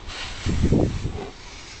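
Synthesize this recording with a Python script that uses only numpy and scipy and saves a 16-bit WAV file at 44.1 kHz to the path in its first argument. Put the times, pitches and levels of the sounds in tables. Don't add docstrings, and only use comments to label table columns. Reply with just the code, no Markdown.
import sys
import numpy as np
from scipy import signal
from scipy.fft import rfft, irfft, next_fast_len
from scipy.io import wavfile
from scipy.ndimage import uniform_filter1d, map_coordinates

SR = 44100
rng = np.random.default_rng(int(sys.argv[2]) if len(sys.argv) > 2 else 0)


def generate_wav(signal):
    frames = np.transpose(np.atleast_2d(signal))
    scaled = np.clip(frames, -1, 1) * 32767
    pcm = np.round(scaled).astype(np.int16)
    wavfile.write(sys.argv[1], SR, pcm)


N = 79380


def amp(db):
    return 10 ** (np.asarray(db) / 20)


def unit(x):
    return x / np.sqrt(np.mean(x ** 2) + 1e-20)


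def noise():
    return rng.standard_normal(N)


def curve(rows, before=None):
    times, values = np.transpose(rows)
    return np.interp(np.arange(N) / SR, times, values, left=before)


def wobble(rate):
    return map_coordinates(rng.standard_normal(2048), [np.arange(N) * rate / SR], mode="wrap")


def filtered(x, response):
    size = next_fast_len(N + SR // 2)
    hz = np.fft.rfftfreq(size, 1 / SR)
    return irfft(rfft(x, size) * response(hz), size)[:N]


def coloured(x, colour):
    row_hz, row_db = np.transpose(colour)
    return unit(filtered(x, lambda hz: amp(np.interp(np.log(hz + 1), np.log(row_hz + 1), row_db))))


def ringing(x, notes):
    def response(hz):
        return sum(amp(db) * 1j * hz * width / (pitch ** 2 - hz ** 2 + 1j * hz * width)
                   for pitch, width, db in notes)
    return unit(filtered(x, response))


def turbulence(patchy_db):
    spectrum = signal.stft(noise(), nperseg=1024)[2]
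    patches = uniform_filter1d(rng.standard_normal(spectrum.shape), size=3, axis=0)
    patches = uniform_filter1d(patches, size=7, axis=1)
    return signal.istft(spectrum * amp(patchy_db * unit(patches)), nperseg=1024)[1][:N]


def rubbed_tone(hz, octave_db, jitter):
    phase = 2 * np.pi * np.cumsum(hz * (1 + jitter * wobble(150))) / SR
    low = np.sin(phase) * amp(2.5 * wobble(70))
    octave = np.sin(2 * phase) * amp(octave_db + 2.5 * wobble(70))
    return unit(low + octave)


# (frequency [Hz], relative level [dB])
GARDEN_COLOUR = [(30, 10), (100, 2.5), (200, -1.5), (380, 1.5), (550, -8), (900, -3.5), (1600, -11.5),
                 (3800, -10.5), (5000, -20.5), (8000, -34)]
def garden(level_db=-44.5):
    return amp(level_db + 2.4 * wobble(8.3)) * coloured(noise(), GARDEN_COLOUR)


# (time [s], level [dB])
WIND_LEVEL = [(0, -47.5), (.09, -32.5), (.14, -46.5), (.28, -35), (.42, -39), (.6, -22), (.8, -32.5),
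              (1.0, -29.5), (1.15, -33), (1.3, -46), (1.8, -45)]
# (frequency [Hz], relative level [dB])
WIND_COLOUR = [(10, -6), (30, -1.5), (60, -8.5), (100, -10.5), (200, -25), (500, -53)]
def wind():
    return amp(curve(WIND_LEVEL)) * coloured(noise(), WIND_COLOUR)


# (time [s], level [dB])
VALVE_LEVEL = [(.055, -58), (.1, -38.5), (.145, -36), (.21, -31.5), (.28, -36), (.345, -40), (.42, -42),
               (.47, -38), (.52, -48), (.7, -65), (1.1, -76)]
# (frequency [Hz], relative level [dB])
VALVE_COLOUR = [(200, -2.5), (700, 2.5), (1400, 3), (3000, 3.5), (4600, 1), (5100, -12), (8000, -28)]
# (pitch [Hz], width [Hz], relative level [dB])
VALVE_NOTES = [(735, 220, -3.5), (1086, 55, -4), (1454, 55, 2), (1894, 100, -2.5), (2176, 120, -6.5),
               (2803, 120, 0), (3104, 70, 4), (3856, 80, 3.5), (4190, 170, -6), (4650, 120, -12)]
# (time [s], level [dB])
HOSE_LEVEL = [(.05, -60), (.11, -41.5), (.22, -42), (.35, -43.5), (.46, -36.5), (.53, -41.5), (.7, -41.5),
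              (.76, -47), (.86, -45.5), (.955, -42), (1.03, -43.5), (1.085, -52.5), (1.3, -56)]
# (frequency [Hz], relative level [dB])
HOSE_COLOUR = [(200, -15.5), (700, -2.5), (1300, -1), (2200, 3), (2800, -2), (4200, -1), (5000, -4.5),
               (5900, -0.5), (6900, -5), (7500, -2), (8500, -15.5)]
def downstroke(ring_db=-2):
    rush = coloured(turbulence(patchy_db=3), VALVE_COLOUR)
    ring = amp(ring_db) * ringing(noise(), VALVE_NOTES)
    valve = amp(curve(VALVE_LEVEL)) * unit(rush + ring)
    hose = amp(curve(HOSE_LEVEL)) * coloured(turbulence(patchy_db=2.5), HOSE_COLOUR)
    return (valve + hose) * amp(0.42 * wobble(70))


# (time [s], level [dB])
GUST_LEVEL = [(.452, -61), (.465, -22), (.5, -22), (.535, -24), (.565, -31), (.62, -25.5), (.64, -15),
              (.676, -19), (.694, -37), (.722, -15), (.775, -18), (.84, -20), (.88, -26.5), (.925, -30.5),
              (.975, -28), (.995, -46), (1.03, -37.5), (1.057, -20.5), (1.09, -39), (1.15, -33.5),
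              (1.25, -59)]
# (time [s], typical frequency [Hz])
SWIRL_RATE = [(.46, 170.2), (.5, 209.3), (.59, 140.2), (.65, 254.6), (.7, 214.1), (.76, 289.8),
              (.81, 323.7), (.87, 245.8), (.96, 135.7), (1.06, 214.2), (1.15, 128.9)]
# (frequency [Hz], relative level [dB])
SWIRL_COLOUR = [(15, -11.5), (60, -2.5), (130, 2.5), (250, -3.5), (400, -11.5), (600, -22.5), (900, -40.5),
                (1600, -70.5)]
def gust(reference_hz=250, speed_flutter=0.16):
    swirl_hz = curve(SWIRL_RATE) * np.exp(speed_flutter * wobble(120))
    travelled = np.cumsum(swirl_hz) / reference_hz
    swirls = map_coordinates(coloured(noise(), SWIRL_COLOUR), [travelled], mode="wrap")
    strength = np.sqrt(np.abs(uniform_filter1d(swirls ** 2, size=1300)) + 1e-6)
    return swirls / strength * amp(curve(GUST_LEVEL, before=-83.5))


# (time [s], peak level [dB], half length of the suction [s])
WIND_SLAPS = [(.496, -13, .001), (.640, -14.5, 0.0017), (.729, -10, 0.00087), (.765, -11, 0.00088),
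              (.800, -10, 0.00052), (.812, -18, 0.00036), (.833, -6.5, 0.00071), (.863, -19, 0.00068)]
def slaps():
    pressure = np.zeros(N)
    for time, db, half_length in WIND_SLAPS:
        offset = (np.arange(N) / SR - time) / half_length
        pressure += amp(db) * (offset ** 2 - 1) * np.exp(-offset ** 2 / 2)
    return pressure


# (time [s], level [dB])
SEAL_LEVEL = [(1.07, -50), (1.13, -41), (1.18, -35.5), (1.24, -33.5), (1.29, -38), (1.33, -56), (1.4, -72)]
# (frequency [Hz], relative level [dB])
BARREL_COLOUR = [(60, -11.5), (130, 2.5), (260, 2.5), (450, -1), (620, -7.5), (950, -11), (1400, -24),
                 (2800, -26), (3700, -18), (6000, -48.5)]
# (pitch [Hz], width [Hz], relative level [dB])
BARREL_NOTES = [(408, 40, -1), (756, 61, -6), (1120, 50, -11.5), (1470, 36, -14.5), (2020, 180, -18.5),
                (2380, 56, -17.5)]
# (time [s], pitch [Hz])
GROAN_PITCH = [(1.1, 380), (1.17, 395.4), (1.21, 415.4), (1.25, 411.2), (1.28, 392.6), (1.34, 362)]
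def seal(slip_hz=259.1, slip_scatter=0.45, scrape_db=0.5, ring_db=-4, groan_db=-6.5, flutter_db=4.5):
    slip_count = np.cumsum(slip_hz * np.exp(slip_scatter * wobble(300))) / SR
    slips = np.diff(np.floor(slip_count), prepend=0) * noise()
    force = unit(slips) + amp(scrape_db) * noise()
    barrel = unit(coloured(force, BARREL_COLOUR) + amp(ring_db) * ringing(force, BARREL_NOTES))
    flutter = unit(amp(flutter_db * wobble(110)))
    groan = amp(groan_db) * flutter * rubbed_tone(curve(GROAN_PITCH), octave_db=-6.5, jitter=0.06)
    return (barrel + groan) * amp(curve(SEAL_LEVEL, before=-79))


# (time [s], level [dB])
INTAKE_LEVEL = [(1.25, -58), (1.36, -49), (1.47, -44), (1.6, -43.5), (1.72, -41), (1.8, -45)]
# (frequency [Hz], relative level [dB])
INTAKE_COLOUR = [(300, -17), (600, -8.5), (900, -4.5), (1400, -2), (1700, -7.5), (2200, 3), (3000, -5),
                 (4300, 0), (5800, -2), (6700, -5.5), (7600, -12.5), (8500, -19.5)]
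# (pitch [Hz], width [Hz], relative level [dB])
INTAKE_NOTES = [(900, 100, 0), (1970, 130, -2.5), (2260, 380, -1), (3830, 160, -1), (4370, 220, -5.5)]
def upstroke(ring_db=-12.5):
    hiss = coloured(turbulence(patchy_db=3), INTAKE_COLOUR)
    ring = amp(ring_db) * ringing(noise(), INTAKE_NOTES)
    return unit(hiss + ring) * amp(curve(INTAKE_LEVEL) + 0.7 * wobble(60))


def squeak(time_s=1.477, half_length_s=0.02, pitch_hz=960, level_db=-44.5):
    swell = np.exp(-((np.arange(N) / SR - time_s) / half_length_s) ** 2)
    return amp(level_db) * swell * rubbed_tone(pitch_hz, octave_db=-5, jitter=0.0156)


def ground_bounce(x, delay_s=0.001688, share=0.083):
    return filtered(x, lambda hz: 1 + share * np.exp(-2j * np.pi * hz * delay_s))


def scene():
    pump = ground_bounce(downstroke() + upstroke()) + seal() + squeak()
    return (pump + gust() + wind() + slaps() + garden())[None]


TOP_HZ, EDGE_HZ = 8450, 165
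def record(dry):
    def treble_cut(hz):
        fade = (1 - np.tanh((hz - TOP_HZ) / EDGE_HZ / 2)) / 2
        return fade * (hz < TOP_HZ + 6 * EDGE_HZ)
    return filtered(dry[0], treble_cut)[None]


dry = scene()
out = record(dry)
generate_wav(out)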